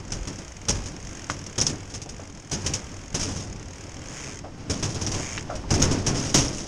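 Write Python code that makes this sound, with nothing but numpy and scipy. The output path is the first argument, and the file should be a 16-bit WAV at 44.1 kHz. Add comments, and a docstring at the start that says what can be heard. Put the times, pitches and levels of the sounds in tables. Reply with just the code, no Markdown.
"""A mountain bike coasts over the loose steel plates of a footbridge, heard by a boxed camera on the rider.
At first the freewheel ticks while plate joints thump the deck and shake the chain and cables; past four
seconds fast back-pedalling makes it buzz, then the ticking stops. It buzzes briefly again after five seconds,
and the hardest jolts follow. Shaped noise makes tyre rumble, a soft hiss of air and river, and wind throughout.
Ticks and rattles are short noise bursts sent through resonances; snaps and deck booms are dying tones."""
import sys
import numpy as np
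from scipy import signal
from scipy.io import wavfile
from scipy.ndimage import uniform_filter1d

SR = 44100
rng = np.random.default_rng(int(sys.argv[2]) if len(sys.argv) > 2 else 0)


def materialize(psi):
    """Save the field psi as 16-bit PCM at rate SR to the path in sys.argv[1].

    A 1-D psi becomes a single channel; in a 2-D psi each row is a channel.
    """
    bounded = np.clip(np.atleast_2d(psi).T, -1, 1)
    quanta = np.round(bounded * 32767).astype(np.int16)
    wavfile.write(sys.argv[1], SR, quanta)


N = 294411

# Levels in the tables are those of each part before the later mix gains and the camera box.
# loudness of a freewheel tick over time: time_s, level_db
TICK_LEVELS = [(0, -41.5), (1.5, -38.5), (1.9, -45), (2.3, -43.5), (3.5, -41), (4.36, -40), (4.39, -35.5),
               (5.43, -37.5)]
# spans with no push on the pedals, in which the ratchet is heard: start_s, end_s
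COASTING_SPANS = [(0, 4.4), (5.14, 5.435)]
# the feet rock the pedals; each move starts and ends gently: start_s, length_s, teeth_backwards (count)
PEDAL_MOVES = [(0, .07, -1.2), (.09, .19, 1.05), (.28, .2, -.95), (.43, .27, -3.55), (.73, .135, 1.95),
               (.87, .15, -1.85), (1.02, .19, 1.25), (1.43, .17, -.82), (1.83, .1, .37), (1.93, .19, -2.1),
               (2.13, .15, 1.75), (3.01, .1, .48), (3.48, .2, -1.53), (3.78, .12, -.5), (4.03, .37, 21.9),
               (5.08, .36, 21.14)]
# tone colour of the falling pawls: pitch_hz, level_db
PAWL_COLOUR = [(1500, -23), (3000, -13), (4200, 6.5), (6500, 11.5), (9000, 7.5), (16000, -5)]
# ringing of the wheel hub: pitch_hz, width_hz, level_db
HUB_MODES = [(1627, 75, -4.5), (2096, 540, 8), (3120, 69, -3), (6960, 180, -8)]
# jolts that shake chain and cables: start_s, rattle_peak_db, deck_thump_db, rattle_t60_s (time to fall 60 dB)
JOLTS = [(0.1197, -15, -29, 0.11), (0.2721, -20, -29, 0.12), (0.383, -26, -33.5, .09),
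         (0.6839, -7.5, -22.5, 0.11), (0.69, -12.5, -27, 0.088), (0.8585, -23.5, -37, 0.13),
         (1.2987, -15, -30.5, 0.09), (1.4627, -19, -41, 0.043), (1.5793, -8.5, -22.5, 0.1),
         (1.613, -7, -29.5, .11), (1.6674, -9.5, -36, 0.1), (1.694, -19, -28.5, 0.087),
         (1.9001, -26.5, -44, 0.08), (1.9377, -21, -37.5, 0.12), (1.947, -23.5, -43, 0.1),
         (2.0166, -18, -45, 0.082), (2.09, -20.5, -40.5, 0.082), (2.513, -14, -28.5, 0.17),
         (2.53, -20.5, -26.5, 0.13), (2.641, -29, -27, 0.16), (2.6615, -9, -26.5, 0.11),
         (2.7353, -9, -30.5, 0.12), (3.1429, -13.5, -22.5, 0.19), (3.195, -17.5, -40, 0.25),
         (3.213, -22, -30.5, 0.1), (3.23, -25, -30, 0.27), (3.2767, -32, -28.5, 0.59),
         (3.358, -28, -31, .45), (4.578, -40, -40.5, 0.086), (4.697, -10.5, -22.5, 0.14),
         (4.734, -28, -39, 0.23), (4.8258, -13.5, -21.5, 0.18), (4.9, -24, -62, 0.14),
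         (4.945, -20, -49, 0.18), (5.0117, -16, -30.5, 0.18), (5.0672, -15.5, -26.5, 0.11),
         (5.1157, -15, -28, 0.14), (5.142, -23.5, -28, 0.25), (5.501, -33, -33, 0.081),
         (5.552, -21.5, -38, 0.11), (5.7051, -6.5, -15, 0.063), (5.7385, -9.5, -18.5, 0.069),
         (5.796, -12, -20.5, 0.037), (5.8178, -5, -15, 0.13), (5.9117, -16, -22.5, 0.13),
         (6.064, -6.5, -18.5, 0.15), (6.145, -22.5, -22, 0.71), (6.225, -26, -32, .15),
         (6.249, -21.5, -27.5, 0.17), (6.292, -24, -42, 0.17), (6.342, -1.5, -14.5, 0.22),
         (6.3891, -19, -19, 0.28), (6.46, -30.5, -49, 0.99), (6.529, -28, -40, 0.27),
         (6.581, -24, -40, 0.1), (6.599, -30, -43, 0.079), (6.6664, -28.5, -37, .15)]
# single sharp snaps of a link on metal: start_s, peak_db, pitch_hz
SNAPS = [(1.603, -7, 5320), (1.6138, -2, 5940), (1.6669, -2, 5560), (4.7015, -24, 5920),
         (5.0653, -10.5, 5740), (5.8252, 1, 6500), (6.4822, -12, 5450)]
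# tone colour of the bright rattle: pitch_hz, level_db
RATTLE_COLOUR = [(1500, -14), (3000, 2.5), (4500, -0.5), (9000, 6.5), (16000, 0.5)]
# ringing of chain and frame: pitch_hz, width_hz, level_db
METAL_MODES = [(2730, 110, -12), (5010, 36, -6), (5270, 23, -3), (5620, 82, -12), (5890, 160, 5),
               (6525, 130, 1), (7060, 110, 0)]
# tone colour of the dull clatter: pitch_hz, level_db
CLATTER_COLOUR = [(150, -30), (500, 5), (1200, -0.5), (2800, -2.5), (5000, -11.5), (10000, -17)]
# bending modes of the deck and tyres: pitch_hz, width_hz, level_db
DECK_MODES = [(95.1, 20.3, 9), (137.6, 30, -1), (195.5, 43, -9), (271, 25, -6), (504, 7.2, -14)]
# dull knocks of the frame: start_s, peak_db, pitch_hz, width_hz, t60_s, clean_share (of one clean blow, 0-1)
KNOCKS = [(1.299, -11, 1260, 1600, 0.038, 0.76), (2.06, -31.5, 395, 400, 0.096, 0.53),
          (2.196, -29, 540, 600, 0.19, 0.72), (4.441, -29, 580, 357, 0.19, 0.43),
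          (5.378, -17, 2180, 1490, 0.054, 0.73), (5.2, -32, 674, 250, 0.12, 0.23),
          (5.495, -28.5, 600, 242, 0.4, 0.32), (5.5, -34.5, 1280, 260, 0.2, 0.06),
          (5.639, -24, 900, 120, 0.031, 0.1)]
# rolling over time: time_s, tyre_rumble_db, hiss_db
ROLLING_LEVELS = [(0.0, -38.5, -49.5), (0.69, -47, -47), (0.85, -38.5, -53), (1.21, -42, -42),
                  (1.71, -39.5, -52.5), (2.32, -41.5, -54), (2.57, -44.5, -48), (2.69, -40, -45),
                  (3.03, -42, -49), (3.36, -36.5, -75), (3.77, -42, -44), (4.63, -39, -51.5),
                  (4.96, -33.5, -45), (5.62, -39, -48), (5.91, -22.5, -89), (6.68, -35, -71)]
# tone colour of the rumble: pitch_hz, level_db
RUMBLE_COLOUR = [(30, 2), (75, -23), (120, -4), (300, -6), (700, -21), (1500, -26.5), (4000, -37)]
# tone colour of the hiss: pitch_hz, level_db
HISS_COLOUR = [(200, -4.5), (600, -1), (1500, -6), (3000, -8), (4000, -15.5), (5000, -16), (9000, -12),
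               (16000, -6)]
# low gusts on the microphone: peak_s, level_db
GUSTS = [(.15, -31), (.3, -44), (.48, -39), (0.719, -29.5), (1.04, -37), (1.62, -42), (1.77, -48),
         (2.099, -43), (2.55, -38), (2.85, -43), (3.16, -35.5), (3.51, -37.5), (3.659, -40), (3.85, -67),
         (4.22, -49), (5.11, -34), (5.35, -38.5), (5.558, -37), (5.73, -28), (5.82, -27), (6.12, -33.5),
         (6.42, -30), (6.55, -49)]
# the camera box favours two cavity peaks and shuts out the top: pitch_hz, level_db
BOX_COLOUR = [(2000, -1), (2800, 0), (4200, -1.5), (4900, 4.5), (5500, 8), (6000, 4), (6450, 8), (7000, 1),
              (8000, -5.5), (10000, -14.5), (11800, -31.5), (13400, -29.5), (16000, -35)]

# Freewheel: the wheel turns the ratchet steadily, and the swish trails the rate of passing teeth
WHEEL_TEETH_PER_S, FIRST_TOOTH = 40.5, -.1
WHIRR_REST_HZ, WHIRR_HZ_PER_TOOTH_RATE, WHIRR_WIDTH_HZ = 1300, 8, 140
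WHIRR_LAG_S, WHIRR_DB_AT_120_TEETH_PER_S = .07, 13

# Jolts: the clatter level lies between rattle and thump (share of the thump), plus an offset
CLATTER_SHARE, CLATTER_DB = 0.31, -6.5
# the chain slaps on at random while the deck shudders
SLAPS_PER_S, SLAP_DB, SLAP_T60_S = 70, -11, 0.075
BOOM_SPREAD_DB = 5  # each blow falls elsewhere and favours other modes
BANK_S, BANK_LOW_MODE_DB = 5.6, -8  # near the bank the lowest deck mode weakens
# slow after-shake of the deck: levels relative to the thumps
SHUDDER_T60_S, SHUDDER_RUMBLE_DB, SHUDDER_JINGLE_DB = 1.06, -16, -20.5

BLOW_DAMPING = 1.1  # nepers per cycle of a clean frame knock

# Background
CHAIN_HISS_DB = -43  # at full back-pedalling speed: teeth pass at three times the wheel's own rate
COAST_HISS_DB = -58  # the free ratchet also sizzles between its ticks
CALM_WIND_DB, GUST_RISE_DB_PER_S, GUST_FALL_DB_PER_S = -47.5, 157, 78

BAND_EDGE_HZ = 15950


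def freewheel():
    """Each tooth drops the pawls as a tiny noise burst that rings the hub; fast teeth add a rising swish."""
    passed, free = teeth()
    new_tooth = np.diff(np.floor(passed), prepend=-1) > 0
    times = np.flatnonzero(new_tooth & free) / SR
    scatter = rng.standard_normal((len(times), 2))
    tick_db = np.interp(times, *np.transpose(TICK_LEVELS))

    t, envelope = np.arange(2000) / SR, np.zeros(N)
    shape = (1 - np.exp(-t / .001)) * (np.exp(-t / .0028) + .08 * np.exp(-t / .01))
    for at, db, (late, size) in zip(times, tick_db, scatter):
        # each burst starts about 2.2 ms ahead of its tooth and varies a little in time and loudness
        add(envelope, at - .0022 + .0004 * late, gain_of(db + 1.3 * size) * shape)
    clicks = envelope * rng.standard_normal(N)

    teeth_per_s = uniform_filter1d(np.gradient(passed) * SR * free, size=6000)
    lagging_rate = np.roll(teeth_per_s, round(WHIRR_LAG_S * SR))
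    whirr_hz = WHIRR_REST_HZ + WHIRR_HZ_PER_TOOTH_RATE * lagging_rate
    whirr = ring(clicks, whirr_hz, WHIRR_WIDTH_HZ) * (teeth_per_s / 120)
    pawls = colour(clicks, PAWL_COLOUR)
    hub = gain_of(-5) * modes(clicks, HUB_MODES)
    return pawls + hub + gain_of(WHIRR_DB_AT_120_TEETH_PER_S) * whirr


def teeth():
    """Teeth passed so far (steady wheel plus pedal moves), and where the ratchet runs free."""
    t, coarse = np.arange(N) / SR, np.arange(0, N + 16, 16) / SR
    moves = np.zeros(len(coarse))
    for start, length, back in PEDAL_MOVES:
        progress = np.clip((coarse - start) / length, 0, 1)
        moves += back * (.5 - .5 * np.cos(np.pi * progress))
    passed = FIRST_TOOTH + WHEEL_TEETH_PER_S * t + np.interp(t, coarse, moves)
    free = sum((t >= start) & (t < end) for start, end in COASTING_SPANS) > 0
    return passed, free


def jolts():
    """A gritty dying rattle, its dull clatter, and a slower thump in which the deck modes boom."""
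    t = np.arange(SR // 2) / SR
    shake, clatter, thump_power, booms, snaps = np.zeros((5, N))
    favours = BOOM_SPREAD_DB * rng.standard_normal((len(JOLTS), len(DECK_MODES)))
    favours[:, 0] += BANK_LOW_MODE_DB * (np.array(JOLTS)[:, 0] > BANK_S)
    deck_hz, _, deck_db = np.transpose(DECK_MODES)
    tones = np.sin(2 * np.pi * deck_hz[:, None] * t)
    for (s, db, thump_db, t60), favour_db in zip(JOLTS, favours):
        envelope = gain_of(-60 * t / t60) * (1 - np.exp(-t / 0.0015))
        clatter_db = CLATTER_DB + db + CLATTER_SHARE * (thump_db - db)
        add(shake, s, gain_of(db) * envelope)
        add(clatter, s, gain_of(clatter_db) * envelope)
        # thumps add as powers, so their decibels are doubled here and the root is taken below
        add(thump_power, s, gain_of(2 * thump_db - 120 * t / 0.5) * (1 - np.exp(-t / 0.0004)))
        add(booms, s, gain_of(thump_db - 60 * t / 0.67) * (gain_of(deck_db + favour_db) @ tones))

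    slap_starts = rng.random(N) < SLAPS_PER_S / SR
    hits = slap_starts * gain_of(SLAP_DB + 1.2 * rng.standard_normal(N)) * shudder()
    slaps = signal.oaconvolve(hits, gain_of(-60 * t / SLAP_T60_S))[:N]
    for s, db, hz in SNAPS:
        add(snaps, s, gain_of(db) * np.sin(2 * np.pi * hz * t) * np.exp(-t / 0.00063))

    # many links striking
    grit = evened(rng.standard_normal((2, N)) * lumps(per_s=420, spread_db=3))
    strikes = gain_of(-14) * (shake + slaps) * grit[0] + gain_of(-11.0) * snaps
    rattle = colour(strikes, RATTLE_COLOUR) + gain_of(-15.5) * modes(strikes, METAL_MODES)
    dull = colour((clatter + gain_of(-14.5) * slaps) * grit[1], CLATTER_COLOUR)
    deck = gain_of(-2.0) * np.sqrt(thump_power) * deck_noise() + gain_of(-20) * booms
    return rattle + gain_of(-1.35) * dull + deck


def shudder():
    """Amplitude of the deck's slow after-shake: the powers of all thumps add and die away."""
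    power = np.zeros(N)
    for s, _, thump_db, _ in JOLTS:
        power[round(s * SR)] += gain_of(2 * thump_db)
    return np.sqrt(signal.lfilter([1], [1, -gain_of(-120 / (SHUDDER_T60_S * SR))], power))


def deck_noise():
    """Broad rumble with the bending modes of the deck and tyres standing out."""
    noise = rng.standard_normal(N)
    near_bank = np.clip((np.arange(N) / SR - BANK_S) / .2, 0, 1)
    lowest = gain_of(BANK_LOW_MODE_DB * near_bank) * modes(noise, DECK_MODES[:1])
    bending = lowest + modes(noise, DECK_MODES[1:])
    return evened(evened(colour(noise, RUMBLE_COLOUR)) + gain_of(5.0) * evened(bending))


def knocks():
    """The frame gives a quickly damped blow and a grainy puff of noise around its pitch."""
    t, out = np.arange(8000) / SR, np.zeros(N)
    for s, db, hz, width, t60, clean in KNOCKS:
        puff = evened(ring(ring(rng.standard_normal(len(t)), hz, width), hz, 2.0 * width))
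        dying_puff = puff * gain_of(-60 * t / t60)
        blow = -1.9 * np.sin(2 * np.pi * hz * t) * np.exp(-t * hz * BLOW_DAMPING)
        add(out, s, gain_of(db) * (clean * blow + 1.22 * (1 - clean) * dying_puff))
    return out


def rolling():
    """Lumpy tyre rumble and a fluttering hiss that swell with shudder, hiss also with pedalling; plus wind."""
    passed, free = teeth()
    backwards = np.clip(np.gradient(passed) * SR / WHEEL_TEETH_PER_S - 1, 0, 2) / 2 * free  # 0-1
    shaking = uniform_filter1d(shudder(), size=2000)
    low = np.hypot(gain_of(curve(ROLLING_LEVELS, axis=1)), gain_of(SHUDDER_RUMBLE_DB) * shaking)
    rumble = low * deck_noise() * lumps(per_s=6.7, spread_db=2.0)

    high = gain_of(curve(ROLLING_LEVELS, axis=2))
    high = high + gain_of(SHUDDER_JINGLE_DB) * shaking
    high = high + gain_of(CHAIN_HISS_DB) * backwards
    high = high + gain_of(COAST_HISS_DB) * uniform_filter1d(free * 1., size=800)
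    fluttering = rng.standard_normal(N) * lumps(per_s=70, spread_db=1.2)
    hiss = evened(colour(fluttering, HISS_COLOUR))

    buffet = evened(ring(ring(rng.standard_normal(N), 31.0, 25), 50.0, 35))
    return rumble + high * hiss + gusts() * buffet


def gusts():
    """Wind level: a calm floor and peaks that rise fast and fall slower."""
    t = np.arange(0, N + 64, 64) / SR
    peaks = [db - np.maximum(GUST_RISE_DB_PER_S * (s - t), GUST_FALL_DB_PER_S * (t - s)) for s, db in GUSTS]
    wind_db = np.maximum(np.max(peaks, axis=0), CALM_WIND_DB)
    return gain_of(np.interp(np.arange(N) / SR, t, wind_db))


def gain_of(db):
    """Turns decibels into amplitude."""
    return 10 ** (np.asarray(db) / 20)


def evened(x):
    """Scales a sound to an average strength (rms) of 1."""
    return x / np.sqrt(np.mean(x ** 2) + 1e-20)


def curve(points, axis):
    """Draws straight lines between the rows of one table column, sample by sample."""
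    rows = np.array(points)
    return np.interp(np.arange(N) / SR, rows[:, 0], rows[:, axis])


def add(mix, s, sound):
    """Mixes a sound in at s seconds."""
    part = mix[max(round(s * SR), 0):][:len(sound)]
    part += sound[:len(part)]


def colour(x, points, size=8192):
    """Tone filter without pre-echo: its phase is the Hilbert transform of the log gain."""
    f, db = np.transpose(points)
    hz = abs(np.fft.fftfreq(size, 1 / SR))
    log_gain = np.log(gain_of(np.interp(np.log(hz + 1), np.log(f), db)))
    taps = np.fft.ifft(np.exp(np.conj(signal.hilbert(log_gain)))).real[:size // 2]
    return signal.oaconvolve(x, taps)[..., :N]


def ring(x, hz, width):
    """A resonance of gain 1, steady or moving: shift down to zero pitch, smooth, shift back."""
    turn = np.exp(2j * np.pi * np.cumsum(hz * np.ones(len(x))) / SR)
    r = np.exp(-np.pi * width / SR)
    return 2 * (turn * signal.lfilter([1 - r], [1, -r], x / turn)).real


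def modes(x, table):
    """Sum of resonances, each passing equal power of flat noise before its own level."""
    return sum(gain_of(db) * ring(x, hz, width) * np.sqrt(SR / (2 * np.pi * width))
               for hz, width, db in table)


def lumps(per_s, spread_db):
    """Random gain that wanders at about per_s times a second."""
    steps = rng.standard_normal(N // 32 + 2)  # one step every 32 samples
    steps = evened(signal.lfilter([1], [1, -np.exp(-2 * np.pi * per_s * 32 / SR)], steps))
    return gain_of(spread_db * np.interp(np.arange(N) / 32, np.arange(len(steps)), steps))


def scene():
    """All sources added together in one channel."""
    return (freewheel() + jolts() + knocks() + rolling())[None]


def record(dry):
    """The colour of the camera box, a soft clip of the highest peaks, then the band limit."""
    boxed = colour(dry[0], BOX_COLOUR)[None]
    clipped = .8 * np.tanh(boxed / .8)
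    band_limit = signal.firwin(511, BAND_EDGE_HZ, window=("kaiser", 9), fs=SR)
    return signal.oaconvolve(clipped, band_limit[None], "same")


dry = scene()
out = record(dry)
materialize(out)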